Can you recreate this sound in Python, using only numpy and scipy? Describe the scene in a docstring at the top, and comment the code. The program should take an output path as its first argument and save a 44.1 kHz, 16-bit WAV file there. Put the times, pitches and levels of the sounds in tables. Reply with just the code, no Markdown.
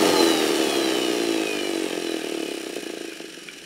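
"""On a workbench, close by, a small electric blower coasts down.
Its loose rotor knocks in the plastic housing once a turn: a drone that falls apart into single beats.
The brushes scrape, rasp and squeak as coloured noise and tiny pulses, and the commutator bars whine as sines.
Fan rush, a blade tone, small ticks, a short room echo and a low background noise fill in the rest."""
import sys
import numpy as np
from scipy import signal
from scipy.fft import rfft, irfft, next_fast_len
from scipy.io import wavfile
from scipy.ndimage import map_coordinates

SR = 44100
rng = np.random.default_rng(int(sys.argv[2]) if len(sys.argv) > 2 else 0)


def store_pcm(level_fs):
    """Save levels as 16-bit WAV."""
    pcm = np.round(np.clip(level_fs, -1, 1) * 32767).astype(np.int16)
    wavfile.write(sys.argv[1], SR, np.atleast_2d(pcm).T)


N = 160965  # length in samples

# All levels in the tables are relative: the settings below them and the mix scale them further.
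# Colour of the room background: pitch_hz, level_db
BACKGROUND_COLOUR = [(25, -17), (50, -21), (80, -9.5), (120, -28), (165, 4), (210, -1), (350, 5),
                     (700, -10), (2000, -42), (15000, -37)]
# Slowing of the shaft: time_s, speed_turns_per_s
SHAFT_SPEED = [(0.0, 92.6), (0.2, 85.03), (0.45, 76.98), (0.7, 69.8), (1.0, 62.24), (1.3, 55.58),
               (1.6, 49.92), (1.9, 44.46), (2.2, 39.38), (2.55, 33.33), (2.9, 28.38), (3.25, 23.6),
               (3.65, 18.11)]
# Colour of the air rushing through the fan: pitch_hz, level_db
AIR_COLOUR = [(25, -56), (50, -40), (78, -21), (140, -12), (330, -5), (550, -0.5), (870, -2.5),
              (1030, -11.5), (1250, -2), (1450, -16.5), (1800, -8), (4000, -25.5), (15000, -28.5)]
# Resonances of the air outlet: pitch_hz, width_hz, level_db
OUTLET_MODES = [(670, 42, -2.5), (855, 25, 0.5)]
# Sharp ticks of the housing: start_s, level_db, brightness_db_per_octave
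HOUSING_TICKS = [(3.121, -24.5, -11), (3.4862, -22.5, 2.5)]
# Ringing modes of a tick: pitch_hz, level_db, fall_by_60_db_s
TICK_RINGS = [(1455, -6, 0.023), (2360, 1.5, 0.016), (3230, -3.5, 0.011)]
# Brush squeaks, each once a turn: shaft_angle_turns, pitch_hz, level_db
BRUSH_SQUEAKS = [(.38, 8100, -2), (.47, 9000, 1.5)]
# Loudness of the squeaks over time: time_s, level_db
SQUEAK_LEVEL = [(1.0, -59), (1.6, -36.5), (2.55, -42.5), (2.75, -49)]
# Rough patches that rasp under the brushes: shaft_angle_turns, width_turns, level_db
ROUGH_PATCHES = [(0.94, 0.013, -3.5), (0.42, 0.076, -6.5)]
# Colour of the rasp: pitch_hz, level_db
RASP_COLOUR = [(500, -35), (3000, -4), (6000, -7), (7800, -5), (8600, -0.5), (10500, -5), (12500, -13),
               (15700, -10)]
# Loudness of the rasp over time: time_s, level_db
RASP_LEVEL = [(0, -25), (1, -33.5), (1.6, -40.5), (2.4, -36.5), (2.8, -35.5), (3.6, -77)]
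# Loudness of the brushes over time, also used for the whine: time_s, level_db
BRUSH_LEVEL = [(0.0, -29.5), (0.03, -28), (1.56, -34.5), (1.68, -35), (3.63, -41.5), (3.65, -42)]
# Stretches of a turn where the brushes press harder: shaft_angle_turns, width_turns, level_db
BRUSH_DRAGS = [(.41, 0.025, -4.5), (.56, 0.022, -13.5), (.82, 0.099, -2)]
# High resonances of the housing: pitch_hz, width_hz, level_db
HOUSING_MODES = [(1263, 26, -6.5), (1666, 140, -1.5), (2507, 260, -0.5), (2955, 156, 3), (4010, 290, -4),
                 (5285, 42, 0), (5690, 240, -3), (7040, 250, -7), (8640, 230, -8.5), (10620, 390, -12)]
# Broad colour of the scraping: pitch_hz, level_db
SCRAPE_COLOUR = [(100, -23), (500, -37.5), (1000, -24.5), (1600, -6), (3000, -12.5), (4800, -7),
                 (7700, -14), (10000, -13.5), (12500, -21), (15700, -28.5)]
# Tones of the commutator whine: multiple_of_bar_rate, level_db
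WHINE_TONES = [(3, -4), (4, 4), (5, -2.5), (6, -4.5), (7, -4.5), (8, -5.5), (10, -9), (12, -11)]
# Resonances of the motor's metal can: pitch_hz, width_hz, level_db
CAN_MODES = [(2480, 110, 1.5), (2950, 130, 1), (3270, 90, -3), (3970, 220, 2), (4780, 180, -8),
             (5350, 250, -10), (7250, 470, -12), (8320, 660, -11), (10500, 900, -10)]
# Broad colour of the can: pitch_hz, level_db
CAN_COLOUR = [(100, -70), (2000, -38), (4500, -17), (15000, -24)]
# Ring of the casing when the rotor grazes it: pitch_hz, width_hz, level_db
GRAZE_MODES = [(1258, 28, 2), (1686, 300, -4.5)]
# Broad colour of a graze: pitch_hz, level_db
GRAZE_COLOUR = [(300, -34), (1500, -18), (3000, 0), (8000, -35)]
# Loudness of the knocking over time: time_s, level_db
KNOCK_LEVEL = [(0.03, -18), (0.45, -21.5), (0.9, -23.5), (1.3, -23), (1.55, -27), (1.7, -26), (2.2, -27),
               (2.5, -29), (2.62, -33), (2.74, -32.5), (2.79, -44), (3.3, -43.5), (3.6, -51.5)]
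# Low resonances of the casing: pitch_hz, width_hz, level_db
CASING_MODES = [(167.5, 30, -15), (332.2, 52.4, 1.5), (392, 110, -9), (464.6, 50, -6), (535.6, 24, -7),
                (663, 35, -10.5), (863, 23, -14.5), (1285, 125, -21)]
# Broad, dead thud of a knock: pitch_hz, level_db
THUD_COLOUR = [(30, -62), (100, -48), (215, -13), (300, -23), (420, -10.5), (600, -22), (950, -38),
               (2000, -47), (8000, -65)]
# Harder knocks of the slowing rotor, timed at the light touch before the strike: touch_s, level_db
HARD_BUMPS = [(2.763, -17), (2.78, -23), (2.829, -21.5), (2.863, -20.5), (2.898, -19.5), (2.934, -22.5),
              (2.97, -22.5), (3.008, -22.5), (3.045, -24), (3.081, -27.5), (3.12, -35), (3.201, -21.5),
              (3.242, -28)]

START_TURN, FULL_HZ = -.36, 85.7  # first shaft angle (turns); reference speed (turns per s)
BACKGROUND_DB, ROOM_DB, ROOM_T60_S = -49, -9.5, .28  # T60: time for the echo to fall by 60 dB
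AIR_DB, AIR_DB_PER_DOUBLING = -26.5, 17  # per doubling of shaft speed, as below
BLADES, BLADE_DB, BLADE_DB_PER_DOUBLING = 10, -29.5, 17
SCRAPE_DB, HISS_DB, DULL_DB = -7, -3, -5.5  # DULL: top treble lost towards standstill
BARS, WHINE_DB, WHINE_DB_PER_DOUBLING = 12, -9.5, 1
GRAZE_DB, GRAZE_LEAD_S, GRAZE_S = -15, 0.00341, 0.00291  # level, lead to its middle, length
KNOCK_DB, KNOCK_SCATTER_DB, KNOCK_JITTER_S = -2.5, 1.48, .00008
ROCK_ABOVE_HZ, ROCK_RANGE_HZ = 53.3, 7.6  # rocking starts here and is full this much faster (turns per s)
ROCK_S, ROCK_CHANCE = 0.00034, .35  # time shift to either side; random share of it
LEAD_S, LEAD_DB = 0.002733, -10.5  # light touch just before each strike
CRITICAL_HZ, CRITICAL_WIDTH_HZ = 39, 5  # shaft speed where the whirl changes sides (turns per s)
BASS_HZ, SOFT_HZ = 128, 1280  # casing radiates little below; contact too soft for much above
BUMP_DB = 18.5
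TOP_HZ = 15700


def amp(db):
    """Turn decibels into a gain."""
    return 10 ** (np.asarray(db) / 20)


def unit(x):
    """Scale a sound to an rms of 1."""
    return x / np.sqrt(np.mean(x ** 2) + 1e-20)


def curve(rows):
    """Draw straight lines through (time, value) rows, one value per sample."""
    return np.interp(np.arange(N) / SR, *np.transpose(rows))


def colour(points, hz):
    """Join (pitch, level) points into a gain along a log pitch axis."""
    f, db = np.transpose(points)
    return amp(np.interp(np.log(hz + 1), np.log(f + 1), db))


def body(modes, broad):
    """Make the ring of a struck body, energy 1: resonances standing on a broad colour."""
    hz = np.fft.rfftfreq(2 ** 13, 1 / SR)
    power = colour(broad, hz) ** 2
    for centre, width, db in modes:
        damping = (hz * width) ** 2
        peak = damping / ((centre ** 2 - hz ** 2) ** 2 + damping)
        skirt = 1 + ((hz - centre) / centre * 2) ** 2  # narrows the foot of the peak
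        power = power + amp(db) ** 2 * peak / skirt
    # Folding the cepstrum gives minimum phase: the ring starts at once, never before the blow.
    cepstrum = irfft(np.log(power) / 2)
    cepstrum[1:len(hz) - 1] *= 2
    cepstrum[len(hz):] = 0
    ring = irfft(np.exp(rfft(cepstrum)))
    return ring / np.linalg.norm(ring)


def through(x, ring):
    """Let a sound set off a ring at every sample (convolution)."""
    return signal.fftconvolve(x, ring)[:N]


def filtered(x, gain):
    """Multiply the spectrum of a sound by a gain that depends on pitch."""
    m = next_fast_len(N + SR // 2)
    return irfft(rfft(x, m) * gain(np.fft.rfftfreq(m, 1 / SR)), m)[:N]


def noise(points):
    """Make coloured noise with an rms of 1."""
    return unit(filtered(rng.standard_normal(N), lambda hz: colour(points, hz)))


def wobble(rate):
    """Draw a smooth random curve with `rate` random points a second."""
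    return map_coordinates(rng.standard_normal(2 ** 12), [np.arange(N) * rate / SR], mode="wrap")


def pulses(times, sizes):
    """Place clicks at exact times, even between samples, with a windowed sinc."""
    keep = (times > 0) & (times < N / SR)
    at = times[keep, None] * SR
    i = np.floor(at).astype(int) + np.arange(-7, 9)
    taps = sizes[keep, None] * np.sinc(i - at) * np.sinc((i - at) / 8)
    return np.bincount(np.clip(i, 0, N).ravel(), taps.ravel(), N + 1)[:N]


def passing(turn, angle, width):
    """Swell briefly each time the shaft passes an angle."""
    distance = (turn - angle + .5) % 1 - .5
    return np.exp(-.5 * (distance / width) ** 2)


def doublings(speed):
    """Count how many times the speed has doubled from the reference; negative when slower."""
    return np.log2(speed / FULL_HZ)


def background():
    """The steady, low noise of the room."""
    return amp(BACKGROUND_DB) * noise(BACKGROUND_COLOUR)


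def room(x):
    """A short answer from the bench and the walls: a fading burst of noise as echo."""
    t = np.arange(SR // 2) / SR
    fade = amp(-60 * t / ROOM_T60_S)
    tail = rng.standard_normal(len(t)) * fade * (t > .004)  # the first echo comes after 4 ms
    return through(x, tail / np.linalg.norm(tail))


def air(speed):
    """The rush of the fan, a noise that dies away quickly with its speed."""
    level_db = AIR_DB + AIR_DB_PER_DOUBLING * doublings(speed) + 1.2 * wobble(24.95)
    return noise(AIR_COLOUR) * amp(level_db)


def fan(speed, turn):
    """The blade tone falls and fades with the speed, swelling in the resonances of the outlet."""
    hz = BLADES * speed
    gain = sum(amp(db) / np.hypot(1, 2 * (hz - centre) / width) for centre, width, db in OUTLET_MODES)
    level_db = BLADE_DB + BLADE_DB_PER_DOUBLING * doublings(speed) + 2.2 * wobble(7)
    return gain * np.sin(2 * np.pi * BLADES * turn) * amp(level_db)


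def ticks():
    """Small hard contacts ring briefly; a softer one rings mainly the lowest mode."""
    t = np.arange(SR // 10) / SR
    at, level, tilt = np.transpose(HOUSING_TICKS)
    rise = 1 - np.exp(-t / 0.0008)
    lowest_hz = TICK_RINGS[0][0]
    sound = np.zeros(N)
    for hz, db, t60 in TICK_RINGS:
        clicks = pulses(at, amp(level + tilt * np.log2(hz / lowest_hz)))
        ring = rise * amp(db - 60 * t / t60) * np.sin(2 * np.pi * hz * t)
        sound += through(clicks, ring)
    return sound


def squeaks(turn, width_turns, spread_hz):
    """A brush chirps twice a turn, the second time higher: narrow noise opened at set shaft angles."""
    chirps = np.zeros(N)
    for angle, hz, db in BRUSH_SQUEAKS:
        band = [(hz - spread_hz, -40), (hz, 0), (hz + spread_hz, -40), (2 * hz, -80)]
        chirps += amp(db) * passing(turn, angle, width_turns) * noise(band)
    return chirps * amp(curve(SQUEAK_LEVEL))


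def rasp(turn, scatter_db):
    """A short bright burst of noise each time a rough patch passes a brush."""
    gate = sum(amp(db) * passing(turn, angle, width) for angle, width, db in ROUGH_PATCHES)
    return noise(RASP_COLOUR) * gate * amp(curve(RASP_LEVEL) + scatter_db * wobble(46))


def scrape(turn, count, scatter_db):
    """The same rough spots of the commutator pass under the brushes on every turn, as tiny clicks."""
    angles = (np.arange(count) + rng.random(count)) / count
    spots = angles + np.arange(-1, int(turn[-1]) + 1)[:, None]  # one row per turn
    size = rng.standard_normal(count) * amp(scatter_db * rng.standard_normal(spots.shape))
    times = np.interp(spots.ravel(), turn, np.arange(N) / SR, left=-1, right=-1)
    return pulses(times, size.ravel())


def brushes(speed, turn, steady_db, scatter_db):
    """Scrape and hiss ring the housing, in strokes where the brushes drag."""
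    grit = unit(scrape(turn, count=260, scatter_db=2) / np.sqrt(speed))
    force = amp(SCRAPE_DB) * grit + amp(HISS_DB) * rng.standard_normal(N)
    drag = sum(amp(db) * passing(turn, angle, width) for angle, width, db in BRUSH_DRAGS)
    pressure = amp(steady_db) + drag * amp(scatter_db * wobble(70))
    sound = through(force * pressure * amp(curve(BRUSH_LEVEL)), body(HOUSING_MODES, SCRAPE_COLOUR))
    top = filtered(sound, lambda hz: 1 / (1 + (3500 / (hz + 1)) ** 6))
    dulling = amp(DULL_DB * (1 - speed / FULL_HZ) ** 2)
    return sound + top * (dulling - 1)


def whine(speed, turn, waver_db, flutter_db, shake_turns):
    """Harmonics of the bar rate flutter, and swell as they fall through each mode of the motor can."""
    shaken = turn + shake_turns * wobble(90)
    tones = np.zeros(N)
    for multiple, db in WHINE_TONES:
        level = amp(db + waver_db * wobble(12))
        tones += level * np.sin(2 * np.pi * (round(multiple) * BARS * shaken + rng.random()))
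    fluttering = unit(tones * amp(flutter_db * wobble(250)))
    level_db = curve(BRUSH_LEVEL) + WHINE_DB + WHINE_DB_PER_DOUBLING * doublings(speed)
    return through(fluttering * amp(level_db), body(CAN_MODES, CAN_COLOUR))


def graze(at, size, count):
    """A short scuff of tiny contacts just ahead of each knock."""
    times = at[:, None] - GRAZE_LEAD_S + GRAZE_S * (rng.random((len(at), count)) - .5)
    sizes = size[:, None] * amp(GRAZE_DB) * rng.standard_normal(times.shape) / np.sqrt(count)
    return through(pulses(times.ravel(), sizes.ravel()), body(GRAZE_MODES, GRAZE_COLOUR))


def knocks(speed, turn):
    """Once a turn the whirling rotor grazes, then strikes the casing; at speed it rocks between two positions.
    Below its critical speed the whirl no longer lags the shaft by half a turn, and hard bumps stand out."""
    whirl = turn + .5 / (1 + np.exp((speed - CRITICAL_HZ) / CRITICAL_WIDTH_HZ))
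    t, k = np.arange(N) / SR, np.arange(int(whirl[-1]) + 1)
    at = np.interp(k, whirl, t)
    rate = np.interp(at, t, speed)
    swing_luck, size_luck, time_luck = rng.standard_normal((len(k), 3)).T

    # Every other knock comes early or late while the rotor rocks.
    rock = np.clip((rate - ROCK_ABOVE_HZ) / ROCK_RANGE_HZ, 0, 1)
    swing = rock * ((-1.) ** k + ROCK_CHANCE * swing_luck)
    level_db = np.interp(at, *np.transpose(KNOCK_LEVEL)) + KNOCK_DB + KNOCK_SCATTER_DB * size_luck
    size = amp(level_db) * np.sqrt(SR / rate)  # fewer knocks a second, each one larger

    bump_s, bump_db = np.transpose(HARD_BUMPS)
    at = np.r_[at + ROCK_S * swing + KNOCK_JITTER_S * time_luck, bump_s + LEAD_S]
    size = np.r_[size, amp(bump_db + BUMP_DB)]
    blows = pulses(at, size) + pulses(at - LEAD_S, size * amp(LEAD_DB))
    sound = through(blows, body(CASING_MODES, THUD_COLOUR))
    thuds = filtered(-sound, lambda hz: 1 / (1 + (BASS_HZ / (hz + 1)) ** 4) / (1 + (hz / SOFT_HZ) ** 4))
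    return thuds + graze(at, size, count=8)


def scene():
    """One shaft speed drives every turning part; the ticks and hard bumps have set times."""
    speed = curve(SHAFT_SPEED)
    turn = START_TURN + np.cumsum(speed) / SR
    blower = air(speed) + fan(speed, turn) + ticks()
    blower += squeaks(turn, width_turns=0.018, spread_hz=1400)
    blower += rasp(turn, scatter_db=2.5)
    blower += brushes(speed, turn, steady_db=-1.5, scatter_db=1.5)
    blower += whine(speed, turn, waver_db=1.8, flutter_db=2.5, shake_turns=.001)
    blower += knocks(speed, turn)
    return (background() + amp(ROOM_DB) * room(blower) + blower)[None]


def record(dry):
    """Keep only what lies below the top of the recorder's band."""
    return filtered(dry[0], lambda hz: hz < TOP_HZ)[None]


dry = scene()
out = record(dry)
store_pcm(out)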